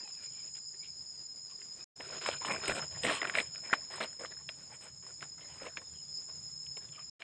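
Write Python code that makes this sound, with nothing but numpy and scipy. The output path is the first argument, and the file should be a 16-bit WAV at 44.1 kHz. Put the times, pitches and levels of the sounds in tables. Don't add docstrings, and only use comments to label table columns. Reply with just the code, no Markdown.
import sys
import numpy as np
from scipy import signal
from scipy.fft import rfft, irfft
from scipy.io import wavfile
from scipy.ndimage import uniform_filter1d

SR = 44100
rng = np.random.default_rng(int(sys.argv[2]) if len(sys.argv) > 2 else 0)


def voltage_ratio(level):
    return 10 ** (np.asarray(level, float) / 20)


def transcribe(u):
    v = np.clip(np.atleast_2d(u).T, -1, 1)
    q = np.round(v * 32767).astype(np.int16)
    wavfile.write(sys.argv[1], SR, q)


N = 318827

# (cut [s], next shot [s], fade-in [s])
SHOT_GAPS = [
    (1.8424, 1.956, 0.0093),
    (7.098, 7.194, 0.0097),
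]

# (frequency [Hz], density [dB per Hz])
HUSH_SPECTRUM = [(25, -45.5), (45, -16.5), (150, -8.5), (300, -13), (1000, -19.5), (3000, -25),
                 (4300, -22.5), (6000, -22.5), (7600, -25), (9800, -35.5), (15700, -41)]
# (time [s], level [dB])
HANDLING_RUMBLE = [
    [(0.0, -85), (0.23, -70), (1.84, -79)],
    [(1.97, -81), (2.03, -61.5), (3.11, -55.5), (3.18, -68), (7.09, -66)],
    [(7.2, -80), (7.23, -91.5)],
]
# (frequency [Hz], density [dB per Hz])
THUD_SPECTRUM = [(50, -33.5), (77, 4), (100, -3), (145, 6), (190, -4), (260, -37)]

# (time [s], low chorus level [dB], middle chorus level [dB])
CHORUS_LEVELS = [
    [(0, -48, -54), (.5, -49, -50.5), (1.0, -49, -55.5), (1.84, -50.5, -54)],
    [(1.97, -53.5, -59.5), (2.16, -47, -49), (2.86, -45.5, -49.5), (3.1, -48.5, -51), (3.75, -48.5, -53.5),
     (4.44, -52.5, -55.5), (4.9, -56.5, -58.5), (5.1, -52.5, -54), (5.8, -54, -56), (6.2, -49, -52.5),
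     (6.7, -49.5, -53.5), (6.87, -56.5, -56), (7.09, -48, -56)],
    [(7.2, -66, -69)],
]
# (frequency [Hz], level [dB])
MIDDLE_CHORUS_SPECTRUM = [(6450, -52.5), (6600, -2), (6800, -5.5), (6950, -0.5), (7150, 0.5), (7250, -11.5),
                          (7380, -1.5), (7460, -17.5)]
HIGH_CHORUS_SPECTRUM = [(7700, -31.5), (8000, -15), (8200, 9.5), (8550, 0.5), (8750, -16), (9200, -32.5)]
# (start [s], end [s], first pitch [Hz], last pitch [Hz], level [dB])
SOLO_INSECTS = [(.85, 1.15, 5170, 4980, -60.5), (.8, 1.5, 5037, 5030, -61), (1.96, 3.05, 5240, 5250, -61.5),
                (2.05, 2.6, 5004, 5010, -58), (2.5, 3.0, 5140, 5170, -52), (3.45, 4.0, 5180, 5220, -55),
                (3.5, 3.9, 5110, 5140, -60), (3.8, 4.05, 5110, 5130, -62), (4.1, 4.55, 5210, 5280, -54),
                (4.15, 4.35, 5020, 5040, -57.5), (5.0, 5.3, 5290, 5230, -64), (5.2, 5.5, 5010, 5060, -63.5),
                (6.0, 6.4, 5000, 5012, -55.5), (6.05, 6.45, 5150, 5200, -52.5),
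                (6.45, 6.85, 5160, 5210, -55), (6.6, 7.05, 5230, 5180, -58)]
# (start [s], end [s], first pitch [Hz], last pitch [Hz], level [dB])
BIRD_NOTES = [(0, 0.089, 2760, 2450, -65.5), (0, 0.104, 998, 722, -66.5), (0.2, .32, 2380, 2280, -65),
              (0.34, 0.448, 2340, 2300, -68), (0.8, 0.902, 2240, 2380, -64.5),
              (1.478, 1.55, 1110, 1110, -68), (1.775, 1.85, 1230, 1190, -74), (1.77, 1.84, 2440, 2550, -69),
              (5.36, 5.51, 2060, 2150, -67), (5.79, 5.91, 3600, 3630, -74), (5.904, 6.022, 3350, 3050, -71),
              (5.953, 6.023, 2920, 2910, -72), (6.04, 6.12, 3350, 3480, -74), (.0, .13, 4100, 3950, -70),
              (.2, .4, 4050, 4000, -72), (.1, .17, 2560, 2640, -73), (5.42, 5.47, 4060, 4060, -71),
              (6.83, 6.943, 3600, 3370, -71), (6.985, 7.0, 3080, 3050, -63), (6.97, 7.01, 1216, 1208, -56)]

# (start [s], end [s], first pitch [Hz], last pitch [Hz], level [dB])
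LEAF_RUBS = [(3.04, 3.09, 400, 400, -38), (3.729, 3.741, 1700, 1000, -26), (5.61, 5.65, 400, 420, -50),
             (5.65, 5.69, 620, 600, -52), (5.49, 5.57, 3100, 2900, -64), (5.52, 5.58, 950, 900, -62),
             (5.38, 5.43, 1000, 1050, -64), (5.42, 5.47, 640, 660, -63), (5.59, 5.63, 1300, 1300, -58),
             (5.69, 5.76, 1500, 1500, -64), (3.705, 3.729, 1600, 2200, -44), (3.368, 3.42, 520, 450, -42),
             (5.79, 5.84, 520, 500, -60), (2.45, 2.475, 2900, 3200, -42), (2.685, 2.73, 220, 200, -44),
             (3.36, 3.42, 2100, 2300, -40), (2.08, 2.18, 600, 580, -52), (2.41, 2.445, 1000, 950, -48),
             (3.2, 3.3, 1500, 1500, -48), (3.64, 3.7, 1700, 2600, -56), (3.91, 3.97, 1900, 1900, -54),
             (4.03, 4.06, 800, 750, -48), (4.2, 4.23, 450, 450, -52), (.0, .06, 300, 250, -62),
             (.16, .27, 1750, 1450, -66), (.3, .45, 3200, 3100, -68), (.85, .875, 3300, 3200, -64),
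             (6.92, 6.98, 3150, 2900, -59), (6.8, 6.86, 1700, 1650, -66), (6.98, 7.04, 2500, 2400, -66),
             (2.76, 2.8, 8000, 8000, -54), (2.675, 2.69, 8300, 8300, -44), (2.455, 2.48, 8300, 8300, -52)]
# (frequency [Hz], density [dB per Hz])
SOIL_SPECTRUM = [(120, -24.5), (200, 0), (300, 7), (450, -27.5)]
LARGE_LEAVES = [(90, -51.5), (160, -8), (250, -10.5), (600, -1.5), (800, -5.5), (1100, -2), (1400, -33.5)]
MEDIUM_LEAVES = [(800, -30), (1150, 1.5), (2000, 4), (2300, 3.5), (2900, -18.5)]
SMALL_LEAVES = [(1800, -18), (2400, 4.5), (3300, -0.5), (4250, -3), (4500, -12.5), (5800, -13.5),
                (6400, -34), (7000, -50.5)]
FINE_LEAVES = [(6300, -34.5), (7400, -0.5), (8200, 4), (9200, -5), (9700, -20), (11700, -16), (12100, -26),
               (15600, -42)]
# (time [s], length [s], middle leaves level [dB], small over large leaves [dB])
HAND_SWEEPS = [(2, 0.01, -49, -10.5), (2.02, 0.09, -55.5, 0), (2.118, 0.062, -50.5, 0.5),
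               (2.214, 0.035, -44.5, 1.5), (2.262, 0.067, -42.5, 4), (2.345, .025, -55, 4),
               (2.41, 0.033, -51, 3), (2.452, 0.029, -38, 4), (2.491, 0.031, -38.5, -3),
               (2.538, 0.03, -41, 1.5), (2.575, .05, -50, 1.5), (2.63, 0.055, -43.5, 2.5),
               (2.683, 0.032, -37.5, -3.5), (2.75, 0.044, -42, -2.5), (2.819, 0.027, -50.5, -4),
               (2.913, 0.15, -57, -2.5), (3.039, 0.056, -36.5, -4), (3.082, 0.058, -36.5, 2),
               (3.15, 0.035, -42, 7), (3.2, .04, -50, 0), (3.325, .02, -48, 4), (3.223, 0.013, -46, -11.5),
               (3.246, 0.058, -44.5, -1), (3.346, 0.033, -38, 2.5), (3.376, 0.037, -40.5, 4),
               (3.544, 0.04, -60, 3.5), (3.637, 0.13, -54.5, -2.5), (3.7295, 0.007, -34, -2.5),
               (3.906, 0.085, -51, -2), (4.005, 0.034, -40, -1), (4.196, 0.03, -53.5, -12),
               (4.228, 0.03, -53, -6), (4.307, 0.02, -57, 0), (4.493, 0.0053, -48.5, 1)]
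# (time [s], length [s], middle leaves level [dB], small over large leaves [dB])
FINGER_TOUCHES = [(.004, 0.038, -62.5, -3), (0.072, 0.036, -66.5, 10), (0.136, 0.081, -71.5, 11),
                  (0.224, 0.032, -61.5, 10), (.323, 0.077, -69.5, 10.5), (0.427, 0.059, -68.5, 7),
                  (0.552, 0.022, -65, 10), (0.738, 0.013, -64.5, -2), (0.833, 0.028, -72.5, 34),
                  (1.5, 0.016, -66.5, 11), (1.588, 0.059, -68, 1), (1.78, .083, -68, 0.5),
                  (4.386, .036, -66.5, -3), (4.584, 0.09, -68.5, -5), (4.701, 0.05, -59.5, -5),
                  (4.81, 0.05, -59, 0), (4.854, 0.026, -59, 0), (5.028, .089, -64, -4),
                  (5.221, 0.015, -50, -3.5), (5.382, 0.077, -65, 1), (5.48, 0.11, -62, -1.5),
                  (5.611, 0.061, -53, -9.5), (5.653, 0.021, -53.5, -2), (5.773, 0.0094, -50, -2),
                  (5.816, 0.0083, -62, -17), (6.284, 0.03, -65.5, -8), (6.769, 0.0096, -58, -11),
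                  (6.817, 0.031, -65, 0.5), (6.928, 0.093, -64.5, 5.5), (7.193, 0.032, -57, 2.5)]
# (time [s], length [s], level [dB])
CRUSHED_LEAVES = [(0.226, .03, -68), (0.555, 0.032, -67), (2.46, .1, -54.5), (2.68, 0.0022, -32),
                  (2.655, .004, -46), (2.687, 0.029, -48), (2.26, 0.083, -56.5), (2.75, 0.016, -49.5),
                  (3.033, .14, -44), (3.35, 0.074, -51), (3.575, .004, -57), (3.937, 0.11, -64),
                  (3.957, .005, -47), (4.194, 0.05, -63), (4.727, .03, -67), (4.81, 0.054, -59),
                  (5.216, 0.025, -65), (5.812, 0.0041, -57), (6.776, .006, -65)]

# (time [s], peak level [dB], ring [Hz])
LEAF_SNAPS = [(2.006, -25.5, 1750), (2.219, -28.5, 1600), (2.26, -15.5, 1070), (2.287, -4, 575),
              (2.331, -26, 2940), (2.448, -17, 990), (2.484, -16, 1220), (2.503, -19, 1070),
              (2.6807, -19, 2200), (2.695, -8.5, 570), (2.758, -16, 520), (2.8235, -22, 1300),
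              (3.034, -16, 3400), (3.05, -15.5, 2040), (3.066, -19, 2300), (3.096, -17, 1820),
              (3.216, -14.5, 1900), (3.229, -17, 1670), (3.251, -14.5, 1390), (3.272, -25, 3100),
              (3.2965, -15, 1560), (3.352, -12, 1950), (3.384, -13.5, 2010), (3.401, -14.5, 2280),
              (3.73, -10.5, 1500), (3.734, -11, 2200), (3.982, -22, 590), (4.008, -15.5, 1050),
              (4.209, -23, 610), (4.248, -22, 1196),
              (.076, -38, 760), (0.236, -41.5, 1580), (.565, -46, 2820), (.842, -44, 2270),
              (1.617, -39, 2170), (2.061, -37, 1020), (2.143, -38, 585), (2.409, -45, 1800),
              (2.971, -27, 666), (3.137, -28, 1980), (3.338, -26, 1730), (3.557, -36, 2520),
              (3.66, -34.5, 1820), (3.698, -28, 956), (4.257, -28.5, 3000), (4.307, -41, 560),
              (4.37, -42, 1490), (4.489, -21, 2630), (4.722, -40.5, 1530), (5.065, -39, 1050),
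              (5.208, -35, 2570), (5.226, -25, 1530), (5.632, -20, 420), (5.665, -23, 650),
              (5.77, -22, 1600), (6.297, -37, 1050), (6.665, -38, 3000), (6.769, -34.5, 3130),
              (6.991, -35, 1240), (7.22, -27, 2340),
              (2.1, -31, 925), (2.427, -26, 1010), (2.455, -24, 3200), (2.543, -23, 990),
               (2.636, -23, 1270), (2.657, -20, 3840), (2.71, -17, 1510), (2.993, -36, 692),
               (3.02, -43, 3000), (3.072, -24, 700), (3.101, -18, 1280), (3.371, -15, 1960),
               (3.926, -32, 538), (4.235, -33, 1320), (4.128, -42, 1500), (5.408, -43, 3240),
               (5.618, -29, 420), (5.655, -35, 1690), (5.668, -29.5, 2120), (5.683, -38, 2530),
               (6.638, -56, 3650), (6.888, -45, 3170), (.25, -43, 3000), (.148, -49, 2700),
               (.58, -44, 1510), (2.469, -18, 520), (2.478, -22, 1700), (2.516, -17, 400),
               (2.52, -27, 3600), (2.548, -27, 3900), (2.562, -25, 1500), (2.697, -21, 2500),
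               (2.704, -18, 800), (2.719, -21, 1700), (2.768, -20, 600), (3.051, -9, 420),
               (3.074, -11, 350), (3.219, -20, 500), (3.738, -13, 850), (3.7345, -11, 1150),
               (2.261, -23, 3200), (5.6, -38, 1900), (5.771, -25, 2800), (5.816, -45, 1800),
               (.078, -46, 4300), (.252, -46, 4100), (4.012, -24, 2200), (4.49, -29, 3800),
               (.57, -46, 4200)]
# (frequency [Hz], level [dB])
SNAP_SPECTRUM = [(70, -35), (250, -10.5), (600, -9), (2000, 3), (4200, -5), (4600, -12.5), (6400, -13.5),
                 (8200, -14.5), (9700, -55), (14000, -49)]

# (frequency [Hz], level [dB])
PORT_RESPONSE = [(9200, 1), (9700, -3.5), (10200, -3.5), (10800, -11.5), (11400, 2.5), (12000, -19),
                 (12900, -8.5), (13200, -1.5), (13800, -11), (14200, -10), (15000, -12), (15500, -13)]
# (low edge [Hz], high edge [Hz], level under recent rustle [dB])
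MUTED_BANDS = [(5550, 5950, -30), (5950, 6350, -30), (9700, 10300, -42), (10300, 10900, -44),
               (11900, 12400, -49), (12400, 12900, -50), (14100, 14900, -58), (14900, 15700, -60)]


def in_time(tables):
    s, *columns = np.transpose(np.concatenate(tables))
    return [np.interp(np.arange(N) / SR, s, column) for column in columns]


def rms_one(x):
    return x / np.sqrt(np.mean(x ** 2) + 1e-20)


def evened(x, seconds):
    return x / np.sqrt(np.abs(uniform_filter1d(x ** 2, size=round(seconds * SR))) + 1e-20)


def colour(x, spectrum, beyond_db=-20):
    size = 4096
    hz, db = np.transpose(spectrum)
    grid = np.log(np.arange(size // 2 + 1) * SR / size + 1)
    response_db = np.interp(grid, np.log(hz), db, left=db[0] + beyond_db, right=db[-1] + beyond_db)
    cepstrum = irfft(np.log(voltage_ratio(response_db)))
    cepstrum[1:size // 2] *= 2
    cepstrum[size // 2 + 1:] = 0
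    return signal.fftconvolve(x, irfft(np.exp(rfft(cepstrum))))[:N]


def drift(rate_hz):
    r = np.exp(-80 * np.pi * rate_hz / SR)
    noise = rng.standard_normal(N // 40 + 2002)
    slow = signal.lfilter([1], [1, -2 * r, r * r], noise)[2000:]
    return np.interp(np.arange(N) / 40, np.arange(len(slow)), rms_one(slow))


def hush():
    air_db = -67.5 + 1.2 * drift(2.5) + 1.6 * drift(12)
    air = voltage_ratio(air_db) * rms_one(colour(rng.standard_normal(N), HUSH_SPECTRUM))
    rumble_db = in_time(HANDLING_RUMBLE)[0] - 0.3 + 2.8 * drift(8.3)
    return air + voltage_ratio(rumble_db) * rms_one(colour(rng.standard_normal(N), THUD_SPECTRUM))


def singers(centre_hz, spread_hz, blur_hz, swell_db, count):
    out = 0
    for offset in np.linspace(-1, 1, count) + rng.normal(0, 0.37 / count, count):
        hz = centre_hz + spread_hz * offset + blur_hz * drift(12)
        loud = voltage_ratio(swell_db * drift(12.3) - 11.9 * offset ** 2)
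        out = out + loud * np.sin(2 * np.pi * np.cumsum(hz) / SR + rng.uniform(0, 2 * np.pi))
    return evened(out, 0.15)


def insects():
    low_db, middle_db = in_time(CHORUS_LEVELS)
    first_shot = np.arange(N) / SR < SHOT_GAPS[0][1]
    low_hz = np.where(first_shot, 5098, 5145)
    low_spread_hz = np.where(first_shot, 200, 165)
    low = singers(low_hz, low_spread_hz, blur_hz=14, swell_db=5.5, count=13)
    middle = singers(6963, spread_hz=450, blur_hz=28.13, swell_db=5.0, count=16)
    middle = rms_one(colour(middle, MIDDLE_CHORUS_SPECTRUM))
    high = colour(rng.standard_normal(N), HIGH_CHORUS_SPECTRUM) * voltage_ratio(2.0 * drift(14))
    faint = singers(4100, spread_hz=45, blur_hz=45, swell_db=4.0, count=3)
    faint = faint * voltage_ratio(-86 + 2.5 * drift(3))
    return voltage_ratio(low_db) * low + voltage_ratio(middle_db) * middle + voltage_ratio(-73.5) * rms_one(high) + faint


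def gliding_notes(notes, steady, flicker_hz):
    t, out = np.arange(N) / SR, np.zeros(N)
    for start, end, first_hz, last_hz, db in notes:
        span = slice(round(start * SR), round(end * SR))
        along = (t[span] - start) / (end - start)
        phase = 2 * np.pi * np.cumsum(first_hz + (last_hz - first_hz) * along) / SR
        out[span] += voltage_ratio(db) * np.sqrt(np.abs(np.sin(np.pi * along))) * np.cos(phase)
    return out * (steady + drift(flicker_hz))


def birds():
    return gliding_notes(BIRD_NOTES, steady=0.6, flicker_hz=70)


def solo_insects():
    return gliding_notes(SOLO_INSECTS, steady=1.5, flicker_hz=6.6)


def rubs():
    return gliding_notes(LEAF_RUBS, steady=0, flicker_hz=200)


def leaf_rings(grains, cycles, patchy_db):
    pitches = np.geomspace(300, 9000, 14)
    dealt, out = rng.integers(0, len(pitches), N), 0
    for k, hz in enumerate(pitches):
        r, w = voltage_ratio(-60 * hz / (cycles * SR)), 2 * np.pi * hz / SR
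        touched = grains * (dealt == k) * voltage_ratio(patchy_db * drift(8.9)) + 1e-18
        ring = signal.lfilter([0, np.sin(w)], [1, -2 * r * np.cos(w), r * r], touched)
        out = out + hz ** 0.62 * ring
    return rms_one(out)


def layer_levels(length, db, lean_db):
    soil_db = -66 + 1.5 * (db + 51) - lean_db
    finest_db = -65.5 + (db + 49.0) + 2.5 * np.log2(length / 0.023)
    return [soil_db, db - 1 - lean_db / 2, db, db - 1 + lean_db / 2, finest_db]


def strokes():
    power, t = np.zeros((5, N)), np.arange(N) / SR
    moves = [(s, length, layer_levels(length, db, lean_db))
             for s, length, db, lean_db in HAND_SWEEPS + FINGER_TOUCHES]
    moves += [(s, length, [-200, -200, -200, -200, db]) for s, length, db in CRUSHED_LEAVES]
    for s, length, sizes_db in moves:
        span = slice(max(round((s - 0.06) * SR), 0), round((s + length + 0.25) * SR))
        haste = max(1, 0.019 / length)
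        ease = min(1, 0.07 / length) ** 1.6
        rise_db = np.minimum(0, haste * ease * 3200 * (t[span] - s))
        after = np.maximum(0, t[span] - s - length)
        fall = voltage_ratio(-haste * 649 * after)
        settling = voltage_ratio(-19.5 - 111.5 * after)
        shape = voltage_ratio(rise_db) * (fall + settling)
        power[:, span] += np.outer(voltage_ratio(np.array(sizes_db)), shape) ** 2
    return np.sqrt(power)


def rustle():
    clumps = voltage_ratio(2.5 * drift(70))
    born = rng.random(N) < 2600 * clumps / SR
    sizes = voltage_ratio(1.4 * np.minimum(rng.exponential(1, N), 3))
    ticks = rms_one(born * sizes * rng.choice([-1, 1], N))
    rings = leaf_rings(ticks, cycles=22.0, patchy_db=7.5)
    grains = 0.33 * ticks + 0.85 * rings + 0.71 * rng.standard_normal(N)
    spectra = (SOIL_SPECTRUM, LARGE_LEAVES, MEDIUM_LEAVES, SMALL_LEAVES, FINE_LEAVES)
    leaves = [evened(colour(grains, spectrum), 0.11) for spectrum in spectra]
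    leaves[-1] = leaves[-1] * voltage_ratio(3 * drift(30) - 1)
    return voltage_ratio(-4.0) * np.sum(strokes() * leaves, axis=0)


def snaps():
    size = 4096
    out, t = np.zeros(N + size), np.arange(size) / SR
    grid = np.arange(size // 2 + 1) * SR / size + 1
    rise = 1 - np.exp(-t / 0.0009)
    crack_shape = rise * (voltage_ratio(-60 * t / 0.012) + 0.11 * voltage_ratio(-60 * t / 0.05))
    for s, peak_db, hz in LEAF_SNAPS:
        ring_t60 = 0.017 * (hz / 1000) ** -0.4
        ring = rise * np.sin(2 * np.pi * hz * t) * voltage_ratio(-60 * t / ring_t60)
        near_pitch = 0.16 + np.exp(-(np.log2(grid / hz) / 0.8) ** 2)
        noise = rms_one(irfft(rfft(rng.standard_normal(size)) * near_pitch))
        crack = (hz / 1600) ** 0.23 * noise * crack_shape
        at = round(s * SR)
        out[at:at + size] += voltage_ratio(peak_db - 3.5) * (0.57 * ring + 0.67 * crack)
    return colour(out[:N], SNAP_SPECTRUM)


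def muted(x):
    hz, s, cells = signal.stft(x, SR, nperseg=1024)
    power = np.abs(cells) ** 2 + 1e-20
    keep = np.exp(-s[1] / 0.1)
    rustling = power[(hz > 500) & (hz < 4000)].mean(axis=0)
    recent = signal.lfilter([1 - keep], [1, -keep], rustling)
    frame_at = np.minimum(s * SR, N - 1).astype(int)
    for low_hz, high_hz, under_db in MUTED_BANDS:
        band = (hz >= low_hz) & (hz < high_hz)
        level = uniform_filter1d(power[band].mean(axis=0), size=3)
        threshold_db = under_db + 3.0 * drift(6)[frame_at]
        cells[band] *= np.where(level < recent * voltage_ratio(2 * threshold_db), voltage_ratio(-25), 1)
    return signal.istft(cells, SR, nperseg=1024)[1][:N]


def scene():
    background = hush() + insects() + birds() + solo_insects()
    hand = rubs() + rustle() + snaps()
    return (background + hand)[None]


def top_cut(x):
    return signal.sosfilt(signal.butter(12, 15700, fs=SR, output="sos"), x)


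def record(dry):
    t, gain = np.arange(N) / SR, np.ones(N)
    for cut, start, fade in SHOT_GAPS:
        before = np.clip((cut - t) / 0.0007, 0, 1)
        after = np.clip((t - start) / fade, 0, 1)
        gain *= np.maximum(before, after)
    heard = muted(colour(dry[0], PORT_RESPONSE, beyond_db=0))
    return top_cut((heard * gain)[None])


dry = scene()
out = record(dry)
transcribe(out)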